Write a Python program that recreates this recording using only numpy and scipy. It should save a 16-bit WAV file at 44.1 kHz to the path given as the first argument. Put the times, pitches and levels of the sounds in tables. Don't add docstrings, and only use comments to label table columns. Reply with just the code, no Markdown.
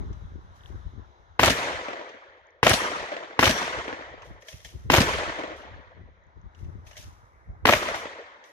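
import sys
import numpy as np
from scipy import signal
from scipy.fft import rfft, irfft
from scipy.io import wavfile
from scipy.ndimage import uniform_filter1d, minimum_filter1d

SR = 44100
rng = np.random.default_rng(int(sys.argv[2]) if len(sys.argv) > 2 else 0)


def to_linear_factor(level_db):
    exponent = np.asarray(level_db, float) / 20
    return 10 ** exponent


def put_to_file(sound):
    columns = np.atleast_2d(sound).T
    safe = np.clip(columns, -1, 1)
    whole_steps = np.round(safe * 32767)
    wavfile.write(sys.argv[1], SR, whole_steps.astype(np.int16))


N = 376128

# (time [s], blast level [dB], bass level [dB], tail length [factor])
SHOTS = [
    (1.3948, 2.5, -1.5, 1.21),
    (2.6301, 3, 0, 1.33),
    (3.3917, 2.5, 1, 1.27),
    (4.9005, 4, 6.5, 1.2),
    (7.654, 0.5, 1, 1.1),
]
STANCE_S = (.0005, 0, 0, -.0005, 0)
CRACK_DB = (-24, -36, -36, -35, -40)
# (delay [s], left level [dB], right level [dB])
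FRONTS_AHEAD = [(0, 0, 0), (.0362, -1, -3), (.0395, -8, -7), (.041, -6, -6), (.0485, -6, -7),
                (.076, -11, -8), (.0435, -8, -8), (.082, -11, -9), (.084, -8, -4), (.086, -10, -7),
                (.088, -11, -7)]
FRONTS_ASIDE = [(0, -1, 0), (.0235, -9, -8), (.0343, -2, -3), (.036, -6, -6), (.0385, -6, -5),
                (.0415, -5, -5), (.0742, -9, -7), (.0818, -6, -1)]
# (delay [s], scatter level [dB], fade [s], bass [dB], treble [dB])
BANKS_AHEAD = [(.001, -15, 0.0065, 8, -2), (.007, -25, .006, 0, 0), (0.012, -24, 0.037, 3, 4),
               (0.0378, -11, 0.0042, 0, -4), (0.0369, -15.5, 0.006, -2, -8.5), (.047, -21, 0.02, -18, 7),
               (.062, -21, .015, 3.5, 12.5), (.074, -18, 0.0044, 2.5, -0.5), (.082, -17.5, 0.0089, -1, 1),
               (.102, -19, 0.016, 19.5, 16), (.118, -26.5, 0.0055, -2, 17)]
BANKS_ASIDE = [(.001, -14, 0.006, 0, -3), (.013, -15.5, 0.021, -8, -6), (0.0353, -15.5, 0.0065, 0, 3),
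               (0.037, -9.5, 0.009, -3, -19), (0.051, -21, 0.03, -11, 6), (.07, -14, .006, -11, -14),
               (.08, -11, 0.0065, -24, -12), (0.093, -23.5, 0.027, -17, -2)]
# (delay [s], scatter level [dB], fade [s])
SLOPES_AHEAD = [(.186, -33, 0.012), (.232, -30.5, .012), (.285, -32, 0.012), (.33, -35, 0.02),
                (.36, -37, .01), (0.394, -32, 0.008), (.455, -38, .01), (.486, -29, .012), (.508, -34, .01),
                (.534, -31, 0.012), (.572, -38, .01), (.597, -36, 0.01), (.615, -38, .012),
                (.695, -44, .01), (.745, -42, .012)]
SLOPES_ASIDE = [(.165, -32.5, 0.061), (.225, -28, 0.026), (.285, -29.5, .0255), (.4, -30, 0.005)]
SLOPE_BASS_DB, SLOPE_TREBLE_DB_PER_S = -24, -42
SHOT_TREBLE_DB = 3.5
FRONT_LAG, LAG_PER_S = 2.9, 26
RIGHT_BANK_S, RIGHT_BANK_LAG = (.07, .09), -2.5
CRACK_LEAD_S, CRACK_FADE_S = .0035, .012


def gun():
    out = np.zeros((2, N))
    surfaces = rng.standard_normal((28, 2, 8192))
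    for k, (s, db, bass_db, stretch) in enumerate(SHOTS):
        aside = k == 4
        fronts = FRONTS_ASIDE if aside else FRONTS_AHEAD
        near = BANKS_ASIDE if aside else BANKS_AHEAD
        far = SLOPES_ASIDE if aside else SLOPES_AHEAD
        echoes = near + [(*row, SLOPE_BASS_DB, SLOPE_TREBLE_DB_PER_S * row[0]) for row in far]
        shift = STANCE_S[k]
        shot = woods(stretch, SHOT_TREBLE_DB)
        for surface, (delay, echo_db, fade_s, low_db, high_db) in zip(surfaces, echoes):
            from_right = RIGHT_BANK_S[0] < delay < RIGHT_BANK_S[1]
            lag = RIGHT_BANK_LAG if from_right else FRONT_LAG + LAG_PER_S * delay
            treble_hz = 3000 / (1 + 2.5 * delay)
            sound = echo(surface, echo_db, fade_s, low_db + bass_db, high_db + SHOT_TREBLE_DB, treble_hz, lag)
            add(shot, delay + shift * (delay > .03), sound)
        add(shot, .065, boom(bass_db - (30 if aside else 22.5)))
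        add(out, s, to_linear_factor(db) * shot)
        crack = echo(surfaces[-1], CRACK_DB[k], CRACK_FADE_S, -6, -8.5, 4500, FRONT_LAG)
        add(out, s - CRACK_LEAD_S, crack)
        for delay, left_db, right_db in fronts:
            wander, ground, ground_s = 0, .6, .00108
            if delay > .037:
                wander, ground, ground_s = rng.uniform([-.0004, .15, .0005], [.0004, .5, .0016])
            add(out, s + delay + wander + shift * (delay > 0), front(left_db, right_db, ground, ground_s))
    for modes, (s, *strike) in zip(PLATES, STRIKES):
        add(out, s, plate(modes, *strike))
    return out


# (frequency [Hz], level [dB], t60 [s])
CASE_RING = [
    (3100, -13, .004),
    (6100, -17, .008),
]


def front(left_db, right_db, ground, ground_s):
    unit_s = .00013
    u, later = np.arange(400) / (unit_s * SR), ground_s / unit_s

    def jump(u):
        return np.exp(-(u - 1.5) ** 2) - .4 * np.exp(-((u - 4.4) / 1.9) ** 2)

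    wave = 1.05 * jump(u) + ground * jump(u - later) + .4 * ground * jump(u - 1.9 * later)
    t = np.arange(len(wave)) / SR
    ring = sum(to_linear_factor(db - 60 * t / t60) * np.sin(2 * np.pi * hz * t) for hz, db, t60 in CASE_RING)
    wave = wave + np.convolve(np.diff(wave, prepend=0), ring)[:len(wave)]
    shadowed = signal.lfilter([0, 0, 0, 0, 0, .38], [1, -.55], wave)
    return to_linear_factor([[left_db], [right_db]]) * np.array([wave, shadowed])


# (frequency [Hz], density [dB per Hz])
BLAST = [(30, -29.5), (60, -15.5), (110, -15), (200, -8), (300, 0.5), (420, -8.5), (620, 2.5), (800, -11),
         (1100, -10.5), (1900, -5.5), (3400, -10.5), (4700, -18), (6200, -19), (8000, -29.5), (12500, -33),
         (15000, -45)]


def echo(surface, db, fade_s, bass_db, treble_db, treble_hz, lag):
    t = np.arange(8192) / SR
    sizes = to_linear_factor(4 * evened(uniform_filter1d(rng.standard_normal(len(t)), 25)))
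    spray = (surface + 0.35 * rng.standard_normal(surface.shape)) * evened(sizes)
    a, b = spray * np.exp(-t / fade_s) * np.minimum(t / (.15 * fade_s), 1)
    tone = rng.uniform(.88, 1.15)

    def colour_db(hz):
        bass = bass_db / (1 + (hz / 250) ** 2)
        treble = treble_db / (1 + (treble_hz / (hz + 1)) ** 2)
        air_loss = 6 * (3000 / treble_hz - 1) * (hz / 12000) ** 2
        return read(BLAST, hz * tone) + bass + treble - air_loss

    return to_linear_factor(db) * ports(a, b, lag, colour_db)


def boom(db, hz=105, width_s=0.0053):
    t = np.arange(1800) / SR - .02
    return to_linear_factor(db) * np.cos(2 * np.pi * hz * t) * np.exp(-(t / width_s) ** 2 / 2) * np.ones((2, 1))


# (frequency [Hz], density [dB per Hz])
WOODS = [(40, -34), (100, -17), (250, -14.5), (470, -6.5), (620, -5.5), (760, -11), (950, -5.5), (1400, -7),
         (1950, -7), (2700, -14), (3300, -18), (5000, -26), (5900, -23.5), (9000, -36.5), (12000, -41),
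         (14000, -55)]
# (frequency [Hz], t60 [s])
WOODS_T60 = [(100, 0.39), (250, 0.78), (520, 1.694), (950, 1.36), (1400, 1.35), (1900, 1.52), (2700, 1.13),
             (3300, 1.25), (5000, 1), (8000, 0.81), (11000, .6), (13000, 0.27)]
WOODS_DB = -31
PORT_KNEE_HZ = 1289
GAP_S, GAP_HALF_S, GAP_DB = .155, 0.025, -2


def woods(stretch, treble_db):
    clumps = rng.standard_normal((257, 700))
    clumps = evened(uniform_filter1d(uniform_filter1d(clumps, 5, 0), 7, 1))
    stands = evened(uniform_filter1d(rng.standard_normal(700), 4))

    def level_db(hz, t):
        decay = read(WOODS, hz) - 60 * (t - .25) / (stretch * read(WOODS_T60, hz))
        return decay + treble_db * (hz > 3000) + (3.6 * clumps + 1.2 * stands) / (1 + hz / 4000)

    tail = field(level_db, 700, 20, knee_hz=PORT_KNEE_HZ)
    t = np.arange(tail.shape[1]) / SR
    tail /= np.sqrt(np.mean(tail[:, round(.15 * SR):round(.35 * SR)] ** 2))
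    gap_db = GAP_DB * np.exp(-((t - GAP_S) / GAP_HALF_S) ** 2)
    return to_linear_factor(WOODS_DB + gap_db) * tail * (1 - np.exp(-t / 0.06))


# (time [s], patter level [dB], patter centre [Hz], patter spread [factor], ring level [dB])
STRIKES = [
    (1.4579, -10.5, 5900, 1.9, -37.5),
    (2.6937, -10, 8400, 1.65, -21.5),
    (3.454, 7.5, 3240, 1.1, -27),
]
# (frequency [Hz], level [dB], t60 [s])
PLATES = [
    [(4770, 2.5, .25), (5600, -2, .3), (10560, -12.5, .3)],
    [(2750, 0, .45), (4400, -1, .4), (5350, -5, 0.3), (5770, -5, .5), (7770, -10, .4), (10450, -6, .4)],
    [(4480, -7, 0.34), (5735, 3, 0.55), (8700, -6, 0.25)],
]


def plate(modes, patter_db, patter_hz, spread, ring_db):
    t = np.arange(SR // 2) / SR

    def sway():
        return .8 + .5 * evened(uniform_filter1d(rng.standard_normal(len(t)), 900))

    ring = sum(sway() * to_linear_factor(db - 60 * t / t60) * np.sin(2 * np.pi * (hz * t + rng.random()))
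               for hz, db, t60 in modes)
    ring *= 1 - np.exp(-t / .015)
    patter = rng.standard_normal(len(t)) * np.exp(-((t - .002) / 0.0011) ** 2)
    edges_hz = [patter_hz / spread, min(patter_hz * spread, SR / 3)]
    band = signal.butter(2, edges_hz, "band", fs=SR, output="sos")
    strike = to_linear_factor(patter_db) * signal.sosfilt(band, patter) + to_linear_factor(ring_db) * ring
    return np.array([strike, 0.065 * np.roll(strike, 6)])


# (time [s], peak level [dB], centre [Hz], hiss share [0-1])
CLACKS = [(0.128, -50.5, 2840, 0.94), (2.09, -43, 2710, 0.43), (4.2192, -43, 2590, 0.45),
          (4.261, -52, 2520, 0.8), (4.4208, -46, 2500, 0.7), (4.4609, -58, 4240, 0.2),
          (4.4833, -34.5, 3330, 0.5), (4.527, -41, 2590, 0.4), (4.601, -47, 3460, 0.4),
          (4.6466, -37, 3300, 0.5), (4.6538, -40, 3300, 0.5), (4.6877, -44.5, 3070, 0.5),
          (5.618, -48.5, 2880, 0.3), (6.547, -53, 2780, 0.47), (6.588, -60, 2800, .45),
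          (6.6438, -56, 2740, 0.46), (6.8668, -45, 2550, 0.5), (6.9104, -43, 2150, 0.53),
          (6.929, -48, 2900, 0.4), (6.954, -47, 1800, .25), (6.967, -38.5, 5800, 0.8),
          (6.979, -44, 2980, 0.8), (7.025, -46, 6640, 0.3), (7.9494, -47, 3330, 0.52),
          (8.4389, -45, 3820, 0.66), (8.4794, -66, 2500, 0.51)]
# (frequency [Hz], density [dB per Hz])
CLACK = [(350, -20), (620, -1), (800, -11), (1500, -14), (1820, 2), (2000, -6), (2170, 0), (2450, -13),
         (2800, -7), (3250, -5), (4500, -14), (6300, -6), (7500, -24), (15000, -36)]
# (frequency [Hz], level [dB], t60 [s])
RECEIVER = [(620, 1, .16), (1780, -4, .1), (2170, -4, .08), (2900, -7, .06), (3300, -6, .06),
            (5800, -10, .08), (6500, -13, .05)]
# (time [s], peak level [dB], frequency [Hz])
TICKS = [
    (0.608, -53, 3260),
    (0.6357, -49, 3350),
    (0.659, -40.5, 3220),
    (0.6913, -57, 3140),
    (2.469, -61, 6400),
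    (2.506, -62, 6000),
    (6.238, -68.5, 6400),
    (6.268, -69, 6400),
    (6.415, -64, 6230),
]
CLACK_FADE_S, RECEIVER_DB = 0.0055, -7


def action():
    out, t = np.zeros((2, N)), np.arange(8192) / SR
    rise = np.minimum(t / 0.002, 1)
    for s, db, hz, hiss in CLACKS:
        shape = np.exp(-t / CLACK_FADE_S) * rise + 0.08 * np.exp(-t / 0.067)
        a, b = rng.standard_normal((2, len(t))) * shape

        def colour_db(f):
            peak = 2.5 - 10 * np.log10(1 + ((f - hz) / 200) ** 4)
            return np.maximum(read(CLACK, f) + 40 * (hiss - .5), peak)

        add(out, s, to_linear_factor(db - 1.0) * ports(a, b, 5.8, colour_db))
        ring = 0
        for mode_hz, mode_db, t60 in RECEIVER:
            weaker, detune = rng.random(2)
            decay = to_linear_factor(mode_db - 8 * weaker - 60 * t / t60)
            ring = ring + decay * np.sin(2 * np.pi * mode_hz * (.96 + .08 * detune) * t)
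        add(out, s + .001, to_linear_factor(db + RECEIVER_DB) * np.array([ring, .8 * np.roll(ring, 5)]) * rise)
    for s, db, hz in TICKS:
        tick = to_linear_factor(db + 4.5) * np.sin(2 * np.pi * hz * t) * np.exp(-((t - .002) / 0.00057) ** 2)
        add(out, s - .001, np.array([tick, 0.37 * np.roll(tick, 3)]))
    return out


# (time of peak [s], level [dB], length [s])
STROKES = [(.03, -84, 0.49), (0.564, -81, 0.092), (0.663, -79, 0.066), (4.249, -71.5, 0.054),
           (4.415, -74, 0.022), (4.489, -59, 0.078), (4.649, -58.5, 0.028), (4.719, -79.5, 0.23),
           (5.57, -69.5, 0.047), (6.589, -78.5, .12), (6.874, -66, 0.05), (6.974, -55.5, 0.027),
           (7.014, -68, 0.037), (7.102, -85.5, 0.31), (7.957, -53, 0.035), (8.456, -72, 0.06)]
# (frequency [Hz], density [dB per Hz])
SLIDE = [(1200, -26), (2000, -1), (3300, 1.5), (4500, -2), (6000, 3.5), (8000, -10), (10500, -9),
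         (14500, -14), (15500, -22)]
STROKE_RISE, STROKE_EDGE_DB = 0.14, -7.5


def rustle():
    t = np.arange(0, N / SR, .002)
    strokes = sum(swell(t, s, db, STROKE_EDGE_DB, STROKE_RISE * length, length, power=0.86)
                  for s, db, length in STROKES)
    strokes = np.interp(np.arange(N) / SR, t, strokes)
    hiss = evened(field(lambda hz, t: read(SLIDE, hz) + 0 * t, N // 128 + 5, 4.0)[:, :N])
    grain = to_linear_factor(1.3 * evened(uniform_filter1d(rng.standard_normal(N), 200)))
    return to_linear_factor(10.5) * strokes * hiss * grain


# (time [s], level [dB])
BREEZE = [(0, -41.5), (.7, -54), (1.2, -62), (1.75, -53), (2.05, -76.5), (2.6, -74.5), (2.9, -61),
          (3.3, -73), (3.6, -58), (4.1, -59.5), (4.45, -69.5), (5.0, -37.5), (5.45, -62.5), (6.2, -61),
          (6.9, -67), (7.3, -61.5), (7.8, -50), (8.5, -85.5)]
# (time [s], peak level [dB], half length [s], flutter above the gust [dB])
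GUSTS = [(-0.02, -34, 0.1, -2), (0.104, -36.5, 0.042, -1), (0.248, -29, 0.011, -34), (0.345, -46, 0.066, 0),
         (0.404, -58, 0.042, 1.5), (0.746, -38, 0.075, -5), (0.864, -35, 0.035, -15),
         (0.977, -43, 0.076, 2), (1.314, -56, 0.029, -36), (1.792, -61, 0.033, -18),
         (3.018, -43, 0.027, -22), (3.788, -41, 0.035, -15), (4.122, -57, 0.051, 10),
         (4.3, -50, 0.12, -1.5), (4.544, -40, 0.018, -6.5), (4.653, -51, 0.026, -23),
         (4.757, -37, 0.028, -2), (4.866, -41.5, 0.032, 0), (5.147, -38.5, 0.06, -21),
         (5.282, -43, 0.036, -24), (5.53, -51, 0.053, -13.5), (5.73, -48.5, 0.12, 0.5),
         (6.018, -46.5, 0.081, 0), (6.378, -46.5, 0.031, -7), (6.453, -44, 0.036, -15),
         (6.646, -38.5, 0.083, -6.5), (6.77, -43.5, 0.17, -4), (7.072, -46.5, 0.12, -7.5),
         (7.499, -37, 0.038, -15), (7.643, -39, 0.049, -10)]
# (frequency [Hz], density [dB per Hz])
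GUST = [(12, -42), (20, -8), (49, 1.5), (76, 7.5), (101, -3.5), (200, -16.5), (260, -62.5), (440, -120)]
# (time [s], left minus right [dB])
WIND_PAN = [(0, 1.5), (.7, 8.5), (1.3, 6.5), (4.5, 0.5), (6, 2.5), (6.7, 7), (7.3, -1.5), (8.5, 2)]
LUMP_DB, LUMP_S, BREEZE_FLUTTER_DB = 3.5, 0.062, -7.5
GUST_EDGE_DB = -23


def wind():
    t, fine_t = np.arange(0, N / SR, .002), np.arange(N) / SR
    slow = signal.butter(2, 1 / LUMP_S, fs=500, output="sos")
    lumps = evened(signal.sosfilt(slow, rng.standard_normal(len(t))))
    push = to_linear_factor(np.interp(t, *np.transpose(BREEZE)) + LUMP_DB * lumps)
    flap = push * to_linear_factor(BREEZE_FLUTTER_DB)
    for s, db, half_s, flutter_db in GUSTS:
        bump = swell(t, s, db, GUST_EDGE_DB, half_s, half_s, power=1.41)
        push = push + bump
        flap = flap + bump * to_linear_factor(min(flutter_db, 0))
    pan_db = np.interp(t, *np.transpose(WIND_PAN))
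    push, flap, pan_db = (np.interp(fine_t, t, curve) for curve in (push, flap, pan_db))

    def eddies(lag):
        return field(lambda hz, t: read(GUST, hz) + 0 * t, N // 512 + 5, lag, size=2048)[:, :N]

    shared, apart = eddies(-15), eddies(0)
    gust = shared + 1.8 * np.array([apart[0], apart[0, ::-1]])
    gust /= np.sqrt(uniform_filter1d(gust.mean(0) ** 2, 2500) + 1e-9)
    band = signal.butter(3, [130, 400], "band", fs=SR, output="sos")
    flutter = signal.sosfilt(band, rng.standard_normal((2, N)) * (1 + gust ** 2))
    return to_linear_factor(np.outer([.5, -.5], pan_db)) * (push * gust + flap * 0.47 * evened(flutter))


# (time [s], hum level [dB])
AIR = [(0, -53.5), (.4, -59.5), (.75, -56), (1.301, -61), (2.501, -73), (4.4, -72.5), (4.8, -63),
       (6.1, -68), (6.45, -61), (7.099, -56.5), (7.3, -59.5), (8.53, -58.5)]
# (frequency [Hz], density [dB per Hz])
HUM = [(100, -24.5), (200, -16), (330, -9.5), (600, -7), (950, -2.5), (1400, -5.5), (2150, -13),
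       (2450, -24.5), (4000, -47.5)]
LEAVES = [(2000, -23), (2500, -9), (3300, 0), (3950, 0.5), (4300, -10), (6500, -8.5), (7300, -26.5),
          (15000, -59.5)]
LEAF_DB, LEAF_CALM_S, LEAF_DB_PER_S = -13, 5.93, -8.5


def air():
    t, frames = np.arange(N) / SR, N // 128 + 5
    patches = rng.standard_normal((257, frames))
    patches = evened(uniform_filter1d(uniform_filter1d(patches, 6, 0), 30, 1))
    hum = evened(field(lambda hz, _: read(HUM, hz) + 2 * patches, frames, -15.5)[:, :N])
    leaves = evened(field(lambda hz, _: read(LEAVES, hz) + 1.2 * patches, frames, 0)[:, :N])
    leaf_db = LEAF_DB + LEAF_DB_PER_S * np.maximum(t - LEAF_CALM_S, 0)
    return to_linear_factor(np.interp(t, *np.transpose(AIR))) * (hum + to_linear_factor(leaf_db) * leaves)


def evened(x):
    return x / np.sqrt(np.mean(x ** 2) + 1e-20)


def read(points, hz):
    f, value = np.transpose(points)
    return np.interp(np.log(hz + 1), np.log(f + 1), value)


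def add(mix, s, sound):
    part = mix[:, round(s * SR):][:, :sound.shape[1]]
    part += sound[:, :part.shape[1]]


def swell(t, s, db, edge_db, rise_s, fall_s, power):
    return to_linear_factor(db + edge_db * np.maximum((t - s) / fall_s, (s - t) / rise_s) ** power)


# (frequency [Hz], likeness [0-1])
SAME = [(60, 0.88), (300, 0.89), (800, 1), (1500, 0.49), (3000, 0.067), (8000, 0.36)]


def likeness(a, b, hz):
    same = np.clip(read(SAME, hz), 0, 1)
    return same * a + np.sqrt(1 - same ** 2) * b


def ports(a, b, lag, colour_db):
    size = len(a)
    hz = np.fft.rfftfreq(size, 1 / SR)
    cepstrum = irfft(np.log(to_linear_factor(np.maximum(colour_db(hz), -100))), size)
    cepstrum[1:size // 2] *= 2
    cepstrum[size // 2 + 1:] = 0
    colour = np.exp(rfft(cepstrum))
    colour /= np.sqrt(np.mean(abs(colour) ** 2))
    right = likeness(rfft(a), rfft(b), hz) * np.exp(-2j * np.pi * hz * lag / SR)
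    return irfft(colour * np.array([rfft(a), right]), size)


def field(gain_db, frames, lag, size=512, knee_hz=0):
    hz, t = np.fft.rfftfreq(size, 1 / SR)[:, None], np.arange(frames) * size / 4 / SR
    a, b, c, d = rng.standard_normal((frames, len(hz), 4)).T
    left = a + 1j * b
    delay = lag * (0.32 + 0.67 / (1 + (knee_hz / (hz + 1)) ** 4)) / SR
    right = likeness(left, c + 1j * d, hz) * np.exp(-2j * np.pi * hz * delay)
    spectra = np.array([left, right]) * to_linear_factor(gain_db(hz, t))
    return signal.istft(spectra, nperseg=size, noverlap=size * 3 // 4)[1]


def scene():
    return (gun() + action() + rustle() + air()) * to_linear_factor([[.6], [-.6]]) + wind()


MASK_DB, MASK_FROM_HZ, MASK_PATCH_DB = -35, 7300, 5


def gate(x):
    hz, t, z = signal.stft(x, SR, nperseg=2048)
    middle = np.sqrt(np.mean(abs(z[:, (hz > 300) & (hz < 3000)]) ** 2, axis=(0, 1)))
    patches = rng.standard_normal((len(t), len(hz)))
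    patches = evened(uniform_filter1d(uniform_filter1d(patches, 3, 0), 14, 1)).T
    weak = abs(z) < to_linear_factor(MASK_DB + MASK_PATCH_DB * patches) * middle
    weak &= (hz > MASK_FROM_HZ)[:, None]
    weak &= minimum_filter1d(middle, size=7) > middle / 10
    return signal.istft(z * ~weak, SR, nperseg=2048)[1][:, :N]


def top_cut(x):
    return signal.sosfilt(signal.butter(12, 15290, fs=SR, output="sos"), x)


def record(dry):
    thin = signal.sosfilt(signal.butter(3, 42, "high", fs=SR, output="sos"), dry)
    clipped = np.clip(thin, -1, 1)
    edge = signal.firwin(101, 14900, fs=SR)[None]
    mix = gate(signal.oaconvolve(clipped, edge, "same"))
    return top_cut(mix)


dry = scene()
out = record(dry)
put_to_file(out)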